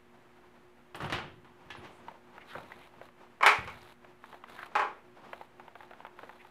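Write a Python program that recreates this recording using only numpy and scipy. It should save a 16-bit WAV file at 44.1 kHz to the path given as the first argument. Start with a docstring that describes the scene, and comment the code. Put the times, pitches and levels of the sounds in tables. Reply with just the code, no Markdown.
"""Plastic bumps and a louvered door

Small room, wooden floor. A hollow plastic thing is set down close by; the boards thud under it.
A louvered closet door clatters open, a foot lands, the door knocks shut: each blow rattles the slats
and rings the frame. A hand-held camera rustles; its lens ticks and whirs as it focuses.
Faint mains hum and hiss lie under it all."""
import sys
import numpy as np
from scipy import signal
from scipy.fft import rfft, irfft, next_fast_len
from scipy.io import wavfile

SR = 44100
rng = np.random.default_rng(int(sys.argv[2]) if len(sys.argv) > 2 else 0)


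def store_pcm(level_fs):
    """Save levels as 16-bit WAV."""
    pcm = np.round(np.clip(level_fs, -1, 1) * 32767).astype(np.int16)
    wavfile.write(sys.argv[1], SR, np.atleast_2d(pcm).T)


N = 286958
EVENT_N = 2 ** 15
TIME_S, AGE_S = np.arange(N) / SR, np.arange(EVENT_N) / SR
BIN_HZ = np.maximum(np.arange(EVENT_N // 2 + 1) * SR / EVENT_N, 1)
TICK_MID_HZ = 900

# room decay: f/Hz, T60/s
ROOM_DECAY = [(100, 1), (400, 0.56), (1000, 0.34), (2500, 0.41), (6000, 0.32), (14000, 0.24)]
# mains harmonics: f/Hz, level/dB
MAINS_HARMONICS = [(120, -80), (240, -70.5), (360, -66.5), (480, -83.5)]
# room hiss: f/Hz, level/dB
HISS_SPECTRUM = [(25, -13), (55, -0.5), (90, 1.5), (150, 0.5), (500, -8.5), (900, -4.5), (2000, -7),
                 (3200, -15), (5000, -25), (12000, -28), (15500, -33)]
# hands and clothes rubbing, one list per stretch: t/s, level/dB
RUSTLE_LEVELS = [
    [(0.0, -65.5), (0.436, -57.5), (0.68, -64.5), (0.9, -62)],
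    [(1.45, -65), (1.686, -57.5), (1.872, -50.5), (2.3, -59.5)],
    [(2.4, -56), (2.574, -55.5), (3.142, -59), (3.35, -57)],
    [(3.95, -66.5), (4.098, -59.5), (4.31, -59.5), (4.7, -53.5)],
    [(5.05, -57.5), (6.5, -58.5)],
]
# cloth friction: f/Hz, level/dB
CLOTH_SPECTRUM = [(80, -9.5), (200, 3), (500, 1), (900, 3), (1600, -4.5), (2800, -11.5), (5000, -23),
                  (12000, -38.5)]
# plastic on floor: t/s, level/dB, treble share/dB, board thud/dB
PLASTIC_BUMPS = [(0.946, -31, -13, -55), (1.004, -28, -16.5, -35.5), (1.02, -30, -13, -33),
                 (1.044, -27.5, -15.5, -33), (1.099, -27.5, -11.5, -39), (1.124, -20, -6, -35),
                 (1.144, -30, -25, -35), (1.185, -28, -18, -56), (1.446, -45, -15.5, -58),
                 (1.704, -34, -4.5, -54), (1.751, -37, -17, -66), (1.774, -50, -16, -42),
                 (1.846, -42.5, -4, -50.5), (2.55, -33.5, -23, -50)]
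# plastic shell: f/Hz, level/dB
SHELL_SPECTRUM = [(59, -21), (100, -7.5), (201, -13.5), (362, -2), (403, -7), (668, -7.5), (727, -5.5),
                  (1210, -4.5), (2320, -10.5), (3120, -10), (4460, -21), (11500, -45.5), (15500, -52)]
# hard edges meeting: f/Hz, level/dB
SNAP_SPECTRUM = [(3000, -65), (6500, 5.5), (9500, 15), (12000, 9.5), (15500, -3)]
# floorboards: f/Hz, level/dB
BOARD_SPECTRUM = [(45, -22.5), (70, -9), (110, -10.5), (150, -8.5), (220, -15.5), (400, -35), (1000, -59)]
# footfalls: t/s, level/dB
FOOTFALLS = [(1.655, -50), (2.555, -48), (2.969, -55), (3.582, -33.5)]
# heel, sole, toe: t/s after heel, level/dB
HEEL_TO_TOE = [(0, -0.5), (0.021, -5.5), (0.072, -8)]
# plastic corners catching: t/s, level/dB
CORNER_CLICKS = [(0.956, -30), (1.021, -37), (1.045, -43), (1.061, -38), (1.124, -36)]
# two faint, very high tones, then lower metal pings: t/s, f/Hz, level/dB
PING_TONES = [(0.956, 15300, -68), (1.05, 15300, -69), (1.702, 1722, -43), (1.704, 3380, -52),
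              (1.77, 10550, -65), (1.869, 14600, -74)]
# fingers on casing: peak t/s, half length/s, f/Hz, level/dB
FINGER_SCUFFS = [(1.955, 0.041, 7940, -75), (2.419, 0.011, 2100, -53.5), (2.511, 0.017, 3100, -54.5),
                 (2.538, 0.03, 1520, -50), (2.828, 0.032, 2300, -61.5), (3.818, 0.0016, 4770, -60),
                 (4.613, 0.034, 1560, -50.5), (6.408, 0.012, 2080, -56)]
# lens ticks: t/s, level/dB, ring f/Hz
LENS_TICKS = [(2.083, -28.5, 890), (2.113, -38, 623), (2.380, -34.5, 1390), (2.553, -28.5, 500),
              (2.582, -32.5, 590), (2.719, -32.5, 2120), (3.014, -32.5, 580), (3.088, -44, 1120),
              (4.046, -39, 950), (4.24, -34.5, 1040), (4.328, -36, 890), (4.343, -35, 740),
              (4.439, -33, 1030), (4.484, -43, 1400), (4.590, -31, 1570), (4.629, -28.5, 1070),
              (5.331, -26.5, 763), (5.412, -31, 910), (5.597, -35, 915), (5.680, -36, 864),
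              (5.754, -34, 700), (5.806, -35, 836), (5.831, -39, 835), (5.909, -35.5, 750),
              (5.934, -39, 890), (6.004, -36.5, 950), (6.050, -30.5, 940), (6.066, -36, 890),
              (6.189, -33.5, 846), (6.232, -32, 493), (6.293, -33.5, 861), (6.448, -39, 890)]
# camera body: f/Hz, level/dB
CASING_SPECTRUM = [(150, -17.5), (400, -12), (600, 0.5), (900, 2.5), (1150, -1), (1500, -2), (2200, -13),
                   (3400, -21), (4800, -39.5), (9000, -49), (15000, -40)]
# focus motor runs: start t/s, end t/s, level/dB
FOCUS_RUNS = [(2.45, 2.64, -58.5), (2.614, 2.908, -63), (3.01, 3.096, -61), (3.61, 3.955, -59),
              (4.215, 4.404, -63.5), (4.461, 4.702, -57.5), (5.283, 5.48, -64), (5.744, 5.89, -67),
              (6.148, 6.525, -67)]
# lens drive: f/Hz, level/dB
MOTOR_SPECTRUM = [(300, 0), (1000, 11.5), (1900, 3.5), (2450, 2.5), (3000, 0), (3900, 1.5), (5200, -13.5),
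                  (8500, -14.5), (11500, -12), (15000, -20)]
# door blows and slat rebounds: t/s, level/dB, treble share/dB
DOOR_BLOWS = [(3.409, -24, -17), (3.428, -15.5, -11.5), (3.431, -9.5, -16), (3.462, -4, -8),
              (3.467, -10, -9.5), (3.480, -11.5, -11.5), (3.491, -27, 4), (3.675, -28.5, -8),
              (4.753, -15.5, -16.5), (4.759, -18, -10.5), (4.794, -17.5, -14.5), (4.818, -20, -21)]
# dense slat resonances: f/Hz, level/dB
SLAT_SPECTRUM = [(200, -26.5), (320, -16), (430, -7.5), (520, -8), (700, -13), (850, -6.5), (1130, -6.5),
                 (1450, -9), (1950, -6.5), (2300, -3.5), (2900, -15), (4200, -21.5), (8000, -33.5),
                 (15500, -52)]
# frame modes, struck at two places: f/Hz, opening level/dB, shutting level/dB
FRAME_MODES = [(410, -14, -11), (428, -11, -14), (605, -12, -10), (816, -6, -2), (851, -9, 0),
               (878, -3, -10), (1022, -3, 0), (1082, -4, -6), (1118, 0, 0), (1195, -5, -10), (1263, -2, -6),
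               (1303, -3, -13), (1380, -4, -16), (1472, -5, -16), (1602, -7, -5), (1785, -7, -13),
               (1873, -11, -13), (2110, -7, -15), (2184, -2, -17), (2259, -4, -18), (2334, -4, -25),
               (2505, -11, -15), (2999, -13, -20), (3214, -21, -26)]
# frame-to-room radiation: f/Hz, level/dB
FRAME_RADIATION = [(420, 0), (600, -3), (850, -1.5), (1100, -1), (1500, -2), (2250, -2), (3100, 2.5)]


def from_db(db):
    """Decibels to gain."""
    return 10 ** (np.asarray(db) / 20)


def unit(x):
    """Scale to energy 1."""
    return x / np.sqrt(np.sum(x ** 2) + 1e-20)


def at_hz(points, hz):
    """Read a table on a log-frequency axis."""
    known_hz, values = np.transpose(points)
    return np.interp(np.log(hz), np.log(known_hz), values)


def bell(centre_hz, width_oct):
    """Hump of height 1 on the log-frequency axis."""
    return np.exp(-(np.log2(BIN_HZ / centre_hz) / width_oct) ** 2)


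def fade(t60_s):
    """Exponential decay."""
    return np.exp(-np.log(1000) * AGE_S / max(t60_s, 1e-3))


def add(out, t_s, sound):
    """Mix an event in at t_s."""
    start = max(round(t_s * SR), 0)
    out[start:start + EVENT_N] += sound[:N - start]


def high_passed(x, hz):
    """Fourth-order bass cut."""
    return signal.sosfilt(signal.butter(4, hz, "high", fs=SR, output="sos"), x)


def coloured(x, gain_db):
    """Minimum-phase filter: a body rings after the contact, never before."""
    cepstrum = irfft(np.log(from_db(gain_db)))
    cepstrum[1:EVENT_N // 2] *= 2
    cepstrum[EVENT_N // 2 + 1:] = 0
    return irfft(rfft(x) * np.exp(rfft(cepstrum)))


def shelved_db(spectrum, bass_db, treble_db):
    """Body spectrum, mean power 1, shelved toward the given bass and treble shares."""
    body_db = at_hz(spectrum, BIN_HZ)
    power = unit(from_db(body_db)) ** 2
    low_db = bass_db - 10 * np.log10(power[BIN_HZ < 600].sum())
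    high_db = treble_db - 10 * np.log10(power[BIN_HZ > 1900].sum())
    shelf_db = at_hz([(520, low_db), (780, 0.013), (1400, 0), (2100, high_db)], BIN_HZ)
    return 20 * np.log10(unit(from_db(body_db + shelf_db)) * np.sqrt(len(BIN_HZ)))


def steady_noise(spectrum):
    """Noise, rms 1, shaped by rows of f/Hz, level/dB."""
    size = next_fast_len(N, True)
    hz = np.maximum(np.arange(size // 2 + 1) * SR / size, 1)
    shaped = rfft(rng.standard_normal(size)) * from_db(at_hz(spectrum, hz))
    return np.sqrt(N) * unit(irfft(shaped, size)[:N])


def room_tail(build_s=0.0029):
    """Diffuse reflections: quick build-up, treble dies first."""
    white, tail = rfft(rng.standard_normal(EVENT_N)), 0
    centres_hz, t60s_s = np.transpose(ROOM_DECAY)
    for share, t60_s in zip(np.eye(len(centres_hz)), t60s_s):
        band = np.interp(np.log(BIN_HZ), np.log(centres_hz), share)
        tail += irfft(white * band) * fade(t60_s)
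    return unit(tail * (1 - np.exp(-AGE_S / build_s)))


def contact(crack_t60_s, chatter_t60_s, chatter_db, room_db):
    """Short crack, dying spray of smaller touches, room tail."""
    crack = unit(rng.standard_normal(EVENT_N) * fade(crack_t60_s))
    spray = rng.standard_normal(EVENT_N) * (rng.random(EVENT_N) < .08)
    chatter = unit(spray * fade(chatter_t60_s))
    return unit(crack + from_db(chatter_db) * chatter + from_db(room_db) * room_tail())


def room_tone(waver_db=3.0, hiss_db=-66):
    """Wavering mains harmonics over soft hiss."""
    hum = 0
    for hz, level_db in MAINS_HARMONICS:
        waver = steady_noise([(1, -41), (4, 19), (20, -60), (200, -115)])
        tone = np.sqrt(2) * np.sin(2 * np.pi * (hz * TIME_S + rng.random()))
        hum += from_db(level_db + waver_db * waver) * tone
    return hum + from_db(hiss_db) * steady_noise(HISS_SPECTRUM)


def rustle(gain_db=-3.5, flutter_db=3.0):
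    """Hands and clothes catch and slip, so the level flutters."""
    t_s, level_db = np.vstack(RUSTLE_LEVELS).T
    catching = steady_noise([(5, 23), (60, -7.5), (300, -27), (1000, -89)])
    envelope_db = np.interp(TIME_S, t_s, level_db) + gain_db + flutter_db * catching
    return from_db(envelope_db) * steady_noise(CLOTH_SPECTRUM)


def plastic_bumps(gain_db=20.0, treble_lift_db=4.0, snap_db=-6):
    """Hollow plastic settles on the floor; brighter bumps snap more."""
    out = np.zeros(N)
    for t_s, level_db, treble_db, _ in PLASTIC_BUMPS:
        touch = contact(crack_t60_s=0.037, chatter_t60_s=0.057, chatter_db=-1.0, room_db=3.5)
        shell_db = shelved_db(SHELL_SPECTRUM, bass_db=-9.5, treble_db=treble_db + treble_lift_db)
        add(out, t_s, from_db(level_db + gain_db) * unit(coloured(touch, shell_db)))
        add(out, t_s, from_db(level_db + treble_db + snap_db) * snap())
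    return out


def snap():
    """Bright edge of a hard blow."""
    touch = contact(crack_t60_s=0.041, chatter_t60_s=0.18, chatter_db=-43.0, room_db=-4.0)
    return unit(coloured(touch, at_hz(SNAP_SPECTRUM, BIN_HZ)))


def thud(deep_db, deep_hz=63, rise_s=0.0041):
    """A soft, heavy contact moves only the boards' low resonances."""
    touch = contact(crack_t60_s=0.02, chatter_t60_s=0.05, chatter_db=8.5, room_db=-6.0)
    boards = coloured(touch, at_hz(BOARD_SPECTRUM, BIN_HZ) + deep_db * bell(deep_hz, 0.29))
    return unit(boards * (1 - np.exp(-AGE_S / rise_s)))


def floor_thuds(gain_db=22.0, board_lag_s=0.007):
    """Boards give way just after each bump and under each rolling step."""
    out = np.zeros(N)
    for t_s, _, _, thud_db in PLASTIC_BUMPS:
        add(out, t_s + board_lag_s, from_db(thud_db) * thud(deep_db=-25))
    for t_s, level_db in FOOTFALLS:
        for lag_s, roll_db in HEEL_TO_TOE:
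            add(out, t_s + lag_s, from_db(level_db + roll_db) * thud(deep_db=-1.5))
    return from_db(gain_db) * out


def corner_clicks():
    """Plastic corners catch: snap, no body."""
    out = np.zeros(N)
    for t_s, level_db in CORNER_CLICKS:
        add(out, t_s, from_db(level_db) * snap())
    return out


def pings(t60_s=0.17):
    """Two faint, thin, very high tones just after bumps; the lower pings are metal, one mode each."""
    out = np.zeros(N)
    for t_s, hz, level_db in PING_TONES:
        add(out, t_s, from_db(level_db) * np.sin(2 * np.pi * hz * AGE_S) * fade(t60_s))
    return out


def finger_scuffs(hump_db=41.0, width_oct=1.0):
    """Skin and nails slide on the casing: brief swells of friction noise."""
    out = np.zeros(N)
    mid_s = AGE_S.mean()
    for t_s, half_s, hz, level_db in FINGER_SCUFFS:
        white = rng.standard_normal(EVENT_N)
        friction = np.sqrt(EVENT_N) * unit(coloured(white, hump_db * bell(hz, width_oct)))
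        swell = np.exp(-((AGE_S - mid_s) / half_s) ** 2 / 2)
        add(out, t_s - mid_s, from_db(level_db) * swell * friction)
    return out


def tick(ring_hz, ring_db=7.0):
    """Near-dry tick through the camera body; the higher, the thinner and shorter."""
    pitch_oct = np.log2(ring_hz / TICK_MID_HZ)
    body_db = shelved_db(CASING_SPECTRUM, bass_db=-10 - 11.5 * pitch_oct, treble_db=-8.5 + 2 * pitch_oct)
    crack_t60_s = 0.026 * 2 ** (-0.32 * pitch_oct)
    touch = contact(crack_t60_s, chatter_t60_s=0.17, chatter_db=-12.0, room_db=-14.0)
    return unit(coloured(touch, body_db + ring_db * bell(ring_hz, 0.21)))


def lens_ticks(gain_db=15.0, faint_count=12, faint_from_s=2.6, faint_db=-46.5, low_cut_hz=76):
    """The lens hunts for focus: clear ticks, fainter ones at random between."""
    out = np.zeros(N)
    for t_s, level_db, ring_hz in LENS_TICKS:
        add(out, t_s, from_db(level_db) * tick(ring_hz))
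    for when, pitch in rng.random((faint_count, 2)):
        t_s = faint_from_s + when * (TIME_S[-1] - faint_from_s)
        add(out, t_s, from_db(faint_db) * tick(TICK_MID_HZ * 2 ** (pitch - .5)))
    return high_passed(from_db(gain_db) * out, low_cut_hz)


def focus_motor(ramp_s=0.038, flutter_db=4.0, grit_per_s=220, grit_db=-10.5):
    """The lens drive hisses in short runs; its gears flutter and crackle."""
    drive = 0
    for start_s, end_s, level_db in FOCUS_RUNS:
        inside_s = np.minimum(TIME_S - start_s, end_s - TIME_S)
        drive += from_db(level_db) * np.clip(inside_s / ramp_s, 0, 1)
    flutter = steady_noise([(5, -22), (25, -6), (70, -7), (300, -16), (1000, -80)])
    teeth = rng.uniform(-1.4, 1, N) * (rng.random(N) < grit_per_s / SR)
    tooth_ring = coloured(signal.unit_impulse(EVENT_N), at_hz(MOTOR_SPECTRUM, BIN_HZ))
    grit = np.sqrt(N) * unit(signal.fftconvolve(teeth, tooth_ring)[:N])
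    whir = from_db(flutter_db * flutter) * steady_noise(MOTOR_SPECTRUM)
    return drive * (whir + from_db(grit_db) * grit)


def door_slats(gain_db=17.0, treble_lift_db=2.0, low_cut_hz=210):
    """Each blow shakes the loose slats, too light to radiate bass."""
    out = np.zeros(N)
    for t_s, level_db, treble_db in DOOR_BLOWS:
        # stronger blow, shorter contact: less bass, more snap
        bass_db = -24.5 - 0.39 * level_db
        snap_db = 8.5 + 3 * level_db + treble_db
        touch = contact(crack_t60_s=0.027, chatter_t60_s=0.26, chatter_db=-3.0, room_db=-2.0)
        wood = unit(coloured(touch, shelved_db(SLAT_SPECTRUM, bass_db, treble_db + treble_lift_db)))
        add(out, t_s, from_db(level_db + gain_db) * wood + from_db(snap_db) * snap())
    return high_passed(out, low_cut_hz)


def door_frame(open_gain_db=-17.5, shut_gain_db=-13.0, shut_from_s=4.2, attack_s=0.002, low_cut_hz=180):
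    """Each blow adds energy to the frame's modes; higher ones lose it sooner."""
    out = np.zeros(N)
    blows_s, level_db, _ = np.transpose(DOOR_BLOWS)
    for hz, open_db, shut_db in FRAME_MODES:
        mode_db = np.where(blows_s < shut_from_s, open_db + open_gain_db, shut_db + shut_gain_db)
        strengths = from_db(level_db + mode_db + at_hz(FRAME_RADIATION, hz))
        ring = fade(t60_s=0.26 * (1000 / hz) ** 0.036) * (1 - np.exp(-AGE_S / attack_s))
        energy = np.zeros(N)
        for t_s, strength in zip(blows_s, strengths):
            add(energy, t_s, (strength * ring) ** 2)
        out += np.sqrt(energy) * np.sin(2 * np.pi * (hz * TIME_S + rng.random()))
    return high_passed(out, low_cut_hz)


def scene():
    """Room and camera sounds at one microphone."""
    door = door_slats() + door_frame()
    room = door + plastic_bumps() + corner_clicks() + floor_thuds() + pings() + room_tone()
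    camera = lens_ticks() + focus_motor() + rustle() + finger_scuffs()
    return (room + camera)[None]


def record(dry):
    """Converter: steep top cut, tiny DC offset."""
    cutoff_hz, dc_offset = 15520, .0006
    return signal.sosfilt(signal.ellip(10, .1, 80, cutoff_hz, fs=SR, output="sos"), dry) + dc_offset


dry = scene()
out = record(dry)
store_pcm(out)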